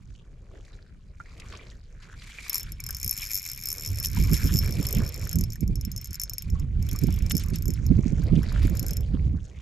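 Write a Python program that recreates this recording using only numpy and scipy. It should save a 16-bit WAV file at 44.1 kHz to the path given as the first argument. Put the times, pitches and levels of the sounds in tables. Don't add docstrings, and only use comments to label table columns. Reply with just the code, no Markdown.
import sys
import numpy as np
from scipy import signal
from scipy.io import wavfile
from scipy.ndimage import uniform_filter1d

SR = 44100
rng = np.random.default_rng(int(sys.argv[2]) if len(sys.argv) > 2 else 0)


def dump(signal):
    limited = np.clip(np.atleast_2d(signal).T, -1, 1)
    pcm = np.round(limited * 32767).astype(np.int16)
    wavfile.write(sys.argv[1], SR, pcm)


N = 423801
RING_HZ, OVERTONE_HZ = 5373, 6440
SIDE = np.array([[1], [-1]])


def undb(db):
    return 10 ** (np.asarray(db) / 20)


def unit(x):
    return x / np.sqrt(np.mean(x ** 2))


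def curves(table):
    times_s, *columns = np.transpose(table)
    return [np.interp(np.arange(N) / SR, times_s, c) for c in columns]


def ring(x, hz, t60_s):
    r, w = np.exp(-np.log(1000) / (t60_s * SR)), 2 * np.pi * hz / SR
    return signal.lfilter([0, r * np.sin(w)], [1, -2 * r * np.cos(w), r * r], x)


def band(x, lo_hz, hi_hz, order):
    return signal.sosfilt(signal.butter(order, [lo_hz, hi_hz], "band", fs=SR, output="sos"), x)


def walk(rate_hz):
    hold = int(SR / rate_hz)
    steps = np.repeat(rng.standard_normal(N // hold + 1), hold)
    return unit(uniform_filter1d(uniform_filter1d(steps, hold), hold)[:N])


def ports(x, pan_db, direct):
    echo = np.sqrt(1 - direct ** 2) * np.roll(x, 211)
    return undb(SIDE * pan_db / 2) * (direct * x + SIDE * echo)


def sea():
    return undb(-79) * unit(band(rng.standard_normal((2, N)), 900, 7900, order=2))


def sway():
    return undb(-48) * unit(band(rng.standard_normal(N), 22.6, 45, order=2))


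def slosh(level_db):
    wash = band(rng.standard_normal((2, N)), 280, 588, order=1)
    mid, side = unit(band(wash, 220, 660, order=2))
    return undb(level_db + 3.44 * walk(30)) * (mid * undb(-1.2 * SIDE) + 0.4 * side * SIDE)


def crackle(level_db):
    # (frequency [Hz], level [dB])
    spectrum = [(700, -6), (900, -11.5), (1200, 5), (2000, 1.5), (3500, -3), (5000, -6), (7000, -8),
                (8500, -40), (11000, -38.5), (14000, -31)]
    points_hz, points_db = np.transpose(spectrum)
    out, flurry = 0, walk(20)
    folds = unit((rng.random(N) < 70 / SR) * undb(np.minimum(2.2 * rng.exponential(size=N), 8)))
    for hz in 800 * 2 ** np.arange(0, 4.1, .5):
        onsets = rng.random((2, N)) < 500 / SR
        grain_db = np.minimum(3.7 * rng.exponential(size=(2, N)), 18)
        grains = unit(onsets * undb(grain_db) * rng.standard_normal((2, N)))
        grains[0] += min(hz / 6000, 1) * folds
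        mid, side = band(grains, hz / 1.196, hz * 1.124, order=2)
        band_db = np.interp(np.log(hz), np.log(points_hz), points_db)
        out += undb(band_db + 0.92 * flurry + 4.0 * walk(23)) * (mid + 0.52 * side * SIDE)
    midrange_rms = np.sqrt(np.mean(band(out[0], 1000, 2350, order=2) ** 2))
    return undb(level_db) * out / midrange_rms


def knocks():
    # (time [s], level [dB], pitch [Hz], t60 [s])
    impacts = [(0.15, -51, 3000, 0.019), (0.552, -49.5, 1880, 0.016), (0.678, -51, 1780, 0.02),
               (0.73, -46, 3940, 0.0081), (1.2, -31, 1395, 0.025), (1.256, -44, 2010, 0.012),
               (1.31, -52, 1340, 0.02), (1.535, -39.5, 1160, 0.031), (1.594, -40.5, 2330, 0.015),
               (1.718, -48.5, 1870, 0.02), (2.384, -27.5, 2260, 0.011), (2.797, -35.5, 2300, 0.027),
               (2.892, -34, 1540, 0.0066), (4.169, -33, 944, 0.023), (5.556, -42.5, 1830, 0.015),
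               (6.55, -42.5, 1100, 0.037), (6.888, -35, 3380, 0.014), (6.951, -39, 1190, 0.015),
               (7.086, -33.5, 905, 0.0083), (8.228, -43, 1570, 0.015), (8.439, -37, 2000, 0.012)]
    out, t = np.zeros(N), np.arange(SR // 8) / SR
    for start_s, db, hz, t60_s in impacts:
        grit = rng.standard_normal(len(t))
        tone = ring(grit * np.exp(-t / 0.0073), hz, t60_s)
        tick = 0.13 * grit * np.exp(-t / .0012)
        out[int(start_s * SR):][:len(t)] += undb(db) * (tone / np.abs(tone).max() + tick)
    return out


def scrapes():
    # (time [s], level [dB], centre [Hz], decay [s])
    bursts = [(0.65, -41, 4260, 0.0058), (1.399, -31.5, 5050, 0.005), (1.524, -33, 2220, 0.0045),
              (1.551, -35, 2040, 0.0053), (2.024, -39, 2800, 0.017), (2.2196, -34.5, 2980, 0.0066),
              (4.0397, -21, 5100, 0.015), (4.339, -19.5, 5300, 0.022), (4.85, -21, 5260, 0.0059),
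              (7.305, -25.5, 4700, 0.0058), (7.309, -14.5, 5260, 0.0065), (7.397, -29.5, 4500, 0.035),
              (7.535, -31, 4650, 0.034), (8.354, -33.5, 3560, 0.0065), (8.541, -38, 2150, 0.014),
              (8.617, -33.5, 2640, 0.047), (8.892, -33, 5370, 0.0086)]
    out, t = np.zeros(N), np.arange(SR // 8) / SR
    for start_s, db, hz, decay_s in bursts:
        grit = rng.standard_normal(len(t)) * np.exp(-(t / decay_s) ** 2)
        burst = band(grit, 0.44 * hz, 2.0 * hz, order=2)
        out[int(start_s * SR):][:len(t)] += undb(db) * burst / np.abs(burst).max()
    return out


def wind():
    # (time [s], level [dB])
    gusts = [(0.0, -42.5), (0.24, -50), (2.17, -47.5), (2.51, -58), (2.65, -41), (3.02, -39.5),
             (3.07, -27.5), (3.13, -47.5), (3.79, -44.5), (3.93, -30.5), (4.06, -36.5), (4.2, -19),
             (4.39, -26.5), (4.44, -22), (4.92, -30.5), (4.97, -19.5), (5.13, -39), (5.32, -34),
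             (5.37, -21.5), (5.48, -30.5), (5.53, -39.5), (5.67, -23.5), (6.17, -44.5), (6.42, -44),
             (6.5, -28.5), (7.83, -25.5), (7.89, -22.5), (7.99, -23.5), (8.02, -28), (8.34, -22),
             (9.2, -29.5), (9.28, -21.5), (9.55, -50), (9.6, -39)]
    # (time [s], rumble left minus right [dB])
    lee = [(0, -3), (.6, 3), (2, -1), (3, -1.5), (3.9, -3.5), (6.2, -3.5), (7.5, -5.5), (9.61, -3.5)]
    # (time [s], flutter level [dB])
    puff_peaks = [(4.33, -19.5), (4.458, -20), (4.553, -22.5), (4.7, -29.5), (4.8, -20.5), (5.001, -21),
                  (5.361, -27), (5.63, -23.5), (5.7, -27.5), (5.88, -32.5), (6.939, -31), (7.04, -16.5),
                  (7.085, -20), (7.35, -21), (7.529, -26), (7.692, -24.5), (7.839, -34), (7.917, -17),
                  (7.99, -16.5), (8.063, -19), (8.13, -23.5), (8.201, -32), (8.333, -16.5), (8.381, -15.5),
                  (8.651, -23), (8.719, -26), (8.829, -29), (8.919, -33), (9.147, -20.5), (9.35, -25)]
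    puff_decay_s, thump_db = 0.0084, -13.5
    breeze_db, flutter_db_per_db = -62.5, 3.08
    rumble_db, = curves(gusts)
    lee_db, = curves(lee)
    t = np.arange(N) / SR
    eddies, flicker = rng.standard_normal((4, N)), walk(40)
    puffs = np.zeros(N)
    for peak_s, db in puff_peaks:
        near = slice(int((peak_s - .08) * SR), int((peak_s + .08) * SR))
        puffs[near] += undb(db) * np.exp(-np.abs(t[near] - peak_s) / puff_decay_s)
    rumble_gain = undb(rumble_db + 2.53 * flicker) + undb(thump_db) * puffs
    flutter_db = -44.5 + flutter_db_per_db * (rumble_db + 24.5)
    flutter_gain = (undb(breeze_db) + undb(flutter_db)) * undb(3.5 * flicker) + puffs
    mid, side = (unit(band(band(e, 25, 110, order=1), 23, 126, order=2)) for e in eddies[:2])
    rumble = rumble_gain * (mid + 0.18 * side * SIDE)
    mid, side = (unit(band(band(e, 139, 185, order=1), 69, 346, order=3)) for e in eddies[2:])
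    flutter = flutter_gain * (mid + 0.055 * side * SIDE)
    return rumble * undb(SIDE * lee_db / 2) + flutter * undb(SIDE * 1.47 * lee_db)


def line_hiss(level_db):
    # (centre [Hz], width [Hz], level [dB])
    guides = [(2330, 200, 6), (4150, 2000, 1.5), (6900, 470, -9)]
    rub = rng.standard_normal(N) * undb(4.5 * walk(120))
    hiss = sum(undb(db) * unit(band(rub, hz - width_hz / 2, hz + width_hz / 2, order=1))
               for hz, width_hz, db in guides)
    slack_db = np.clip(0.34 * (-70 - level_db), 0, 20)
    return ports(undb(level_db - slack_db - 10) * hiss, pan_db=-.8, direct=0.94)


def click_tail(x, gain_db, t60_s):
    t = np.arange(SR // 10) / SR
    envelope = np.exp(-np.log(1000) * t / t60_s) * (1 - np.exp(-t / .003))
    tail = rng.standard_normal((2, len(t))) * envelope
    return undb(gain_db) * signal.oaconvolve(x[None], tail, axes=1)[:, :N]


def steady_run():
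    # (time [s], position [teeth])
    rotation = [(2.9684, -5), (3.0452, 0), (3.1278, 5), (3.1855, 11), (3.2627, 18), (3.334, 26),
                (3.4055, 33), (3.4989, 41), (3.534, 43), (3.5902, 47), (3.6367, 51), (3.6565, 52),
                (3.718, 56), (3.783, 62), (3.8752, 69), (3.945, 74), (4.0, 78), (4.0276, 79), (4.069, 83),
                (4.163, 89), (4.2858, 99), (4.3337, 104), (4.449, 118), (4.5388, 130), (4.5995, 136),
                (4.645, 141), (4.8007, 151), (4.8678, 156), (4.9686, 161), (5.0355, 165), (5.0913, 169),
                (5.124, 170), (5.214, 175), (5.2522, 179), (5.3132, 182), (5.3295, 183), (5.356, 184)]
    # (position [teeth], snap level [dB])
    runout = [(0, -18), (4.5, -19.5), (7, -34.5), (11, -26.5), (15, -25), (18, -27.5), (21, -32.5),
              (24.5, -25)]
    teeth_per_turn, fade_db_per_s, scatter_db, jitter_s = 26, -2.5, 2.55, .0006
    points_s, passed = np.transpose(rotation)
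    tooth = np.arange(passed[0], passed[-1] + 1)
    jitter, scatter = rng.standard_normal((len(tooth), 2)).T
    times_s = np.interp(tooth, passed, points_s) + jitter_s * jitter
    snap_db = np.interp(tooth, *np.transpose(runout), period=teeth_per_turn)
    snap_db += fade_db_per_s * (times_s - times_s[0]) + scatter_db * scatter
    return np.transpose([times_s, snap_db])


def pawl_strikes(modes, onsets, level_db, scatter_db, ring_db=0, overtone_db=0):
    chance = rng.standard_normal((len(onsets), len(modes), 4))
    out = np.zeros(N)
    for k, (hz, mode_db, t60_s) in enumerate(modes):
        scatter, lag, bounce_lag, polarity = chance[:, k].T
        colour_db = (hz == RING_HZ) * ring_db + (hz == OVERTONE_HZ) * overtone_db
        force = undb(level_db + mode_db + scatter_db * scatter + colour_db)
        blows = np.zeros(N)
        blows[onsets + np.abs(6 * lag).astype(int)] = force
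        blows[onsets + (38 + 10 * bounce_lag).astype(int)] += 0.64 * force * np.sign(polarity)
        out += band(ring(blows, hz, t60_s), 0.87 * hz, 1.247 * hz, order=1)
    return out


def reel_drag():
    # (time [s], snap level [dB])
    clicks = [(2.482, -38), (2.4962, -16.5), (2.531, -18.5), (2.5444, -13.5), (2.5558, -14.5),
              (2.5656, -27), (2.5744, -31), (2.581, -22.5), (2.5967, -26.5), (2.6072, -32), (2.6311, -30.5),
              (2.7204, -29.5), (2.8031, -30), (2.8394, -28), (2.865, -25.5), (2.8893, -26.5),
              (2.9073, -24.5), (2.9275, -32), (2.9477, -25.5), (5.3868, -24), (5.4106, -24), (5.4385, -24),
              (5.5034, -31.5), (5.5222, -34), (5.5327, -33.5), (5.557, -35), (5.6068, -30.5),
              (5.6778, -35.5), (5.756, -30.5), (5.8116, -29), (5.8507, -25.5), (5.9165, -27), (5.963, -28),
              (5.9775, -26.5), (6.0134, -30.5), (6.0443, -27), (6.0567, -33), (6.0721, -37), (6.108, -30),
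              (6.131, -27), (6.1437, -26), (6.1548, -31), (6.198, -20), (6.216, -16), (6.2354, -18.5),
              (6.2964, -23), (6.335, -24), (6.3822, -21.5), (6.4222, -29.5), (6.5015, -37.5),
              (6.5974, -35.5), (6.8262, -33), (6.866, -38.5), (6.8892, -30), (6.9132, -27.5),
              (6.9303, -25.5), (6.9611, -29.5), (6.989, -27.5), (7.015, -38), (7.0367, -28.5), (7.069, -34),
              (7.106, -37), (7.1255, -32.5), (7.1408, -33.5), (7.162, -37), (7.1891, -37.5), (7.223, -37),
              (7.2636, -34.5), (7.2977, -23.5), (7.3179, -17), (7.352, -24), (7.3678, -18.5),
              (7.3793, -21.5), (7.396, -31.5), (7.437, -33), (7.461, -39), (7.4849, -36), (7.5023, -35.5),
              (7.5584, -27), (7.5857, -36.5), (7.6231, -28.5), (7.656, -29), (7.681, -27), (7.7049, -29.5),
              (7.7378, -31.5), (7.865, -32), (8.2383, -44), (8.4313, -37.5), (8.525, -36), (8.6308, -40),
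              (8.6713, -37), (8.6974, -34), (8.7525, -33.5), (8.771, -27), (8.7947, -21.5), (8.8285, -29),
              (8.8646, -24), (8.8831, -26.5), (8.9084, -22.5), (8.9333, -24), (8.969, -25), (9.0075, -38)]
    # (frequency [Hz], level [dB], t60 [s])
    pawl_modes = [(8390, -18, 0.015), (10100, -21, 0.029), (11300, -4.5, 0.012), (11170, -9.5, 0.0058),
                  (11405, 0.5, 0.011), (12100, 2.5, 0.015), (11100, -13.5, 0.018), (12200, -7, 0.01),
                  (11680, -3.5, 0.017), (13140, -14, .01), (15200, -31.5, .004)]
    # (frequency [Hz], level [dB], t60 [s])
    spool_modes = [(2330, -19.5, 0.0056), (5300, -15, 0.036), (RING_HZ, -13, 0.094), (5510, -2.07, 0.0055),
                   (OVERTONE_HZ, -28, 0.12), (6610, -6.5, 0.0058), (7050, -9, 0.012), (7440, -13.5, 0.014)]
    # (time [s], ring [dB], overtone [dB], pawl [dB])
    colour = [(2.4, -1, 3, -1), (4.4, -1, -1, -0.5), (5.2, 1, -8, -4), (5.35, -6.5, 4.5, -3),
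              (6.4, -1.5, 2.5, -4), (6.9, -3, 0, -3), (8.85, -8, -6, 0)]
    times_s, snap_db = np.vstack([clicks, steady_run()]).T
    onsets = (times_s * SR).astype(int) - 12
    blow_db = np.minimum(0.53 * snap_db - 11.5, snap_db + 0.5) + 0.96 * rng.standard_normal(len(onsets))
    ring_db, overtone_db, pawl_db = (c[onsets] for c in curves(colour))
    ring_db += 0.223 * (snap_db + 28)
    pawl = pawl_strikes(pawl_modes, onsets, snap_db + pawl_db - 6, scatter_db=2.5)
    spool = pawl_strikes(spool_modes, onsets, blow_db, scatter_db=2.83,
                         ring_db=ring_db, overtone_db=overtone_db)
    tail = click_tail(pawl + spool, gain_db=-38, t60_s=0.051)
    return ports(pawl, pan_db=4.9, direct=0.96) + ports(spool, pan_db=1.4, direct=0.98) + tail


def scene():
    # (time [s], crackle [dB], line hiss [dB], slosh [dB])
    activity = [(0.0, -71, -76, -78.5), (0.43, -77, -76, -63.5), (0.58, -65.5, -70, -60),
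                (1.06, -77.5, -76, -75), (1.55, -55, -54.5, -57.5), (1.83, -69, -75.5, -68),
                (2.3, -57.5, -51, -66), (2.48, -55, -37, -64.5), (2.75, -65.5, -62.5, -69.5),
                (3.25, -59, -44, -72), (3.6, -64.5, -48.5, -70), (3.78, -60.5, -47, -57.5),
                (4.0, -58, -52.5, -62), (4.25, -51, -44, -71), (4.73, -54, -45.5, -45.5),
                (5.3, -55, -53, -54), (5.6, -74, -61, -85), (6.11, -63, -61, -68), (6.76, -66, -70, -82),
                (6.98, -58, -45.5, -62), (7.5, -60, -60.5, -59), (7.8, -63, -63.5, -96),
                (8.0, -58.5, -70, -55), (8.68, -55.5, -47.5, -49), (9.37, -68, -75, -58),
                (9.59, -64.5, -73, -67)]
    crackle_db, line_db, slosh_db = curves(activity)
    mix = sea() + sway() + reel_drag() + wind()
    mix += crackle(crackle_db + 1.5) + line_hiss(line_db) + slosh(slosh_db)
    handling = band(knocks() + scrapes(), 370, 4700, order=1)
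    return mix + ports(handling, pan_db=-1.6, direct=0.93)


def record(dry):
    housing_hz, top_hz = 13300, 16300
    dull = signal.sosfilt(signal.butter(8, housing_hz, fs=SR, output="sos"), dry)
    return signal.sosfilt(signal.ellip(8, .2, 70, top_hz, fs=SR, output="sos"), dull)


dry = scene()
out = record(dry)
dump(out)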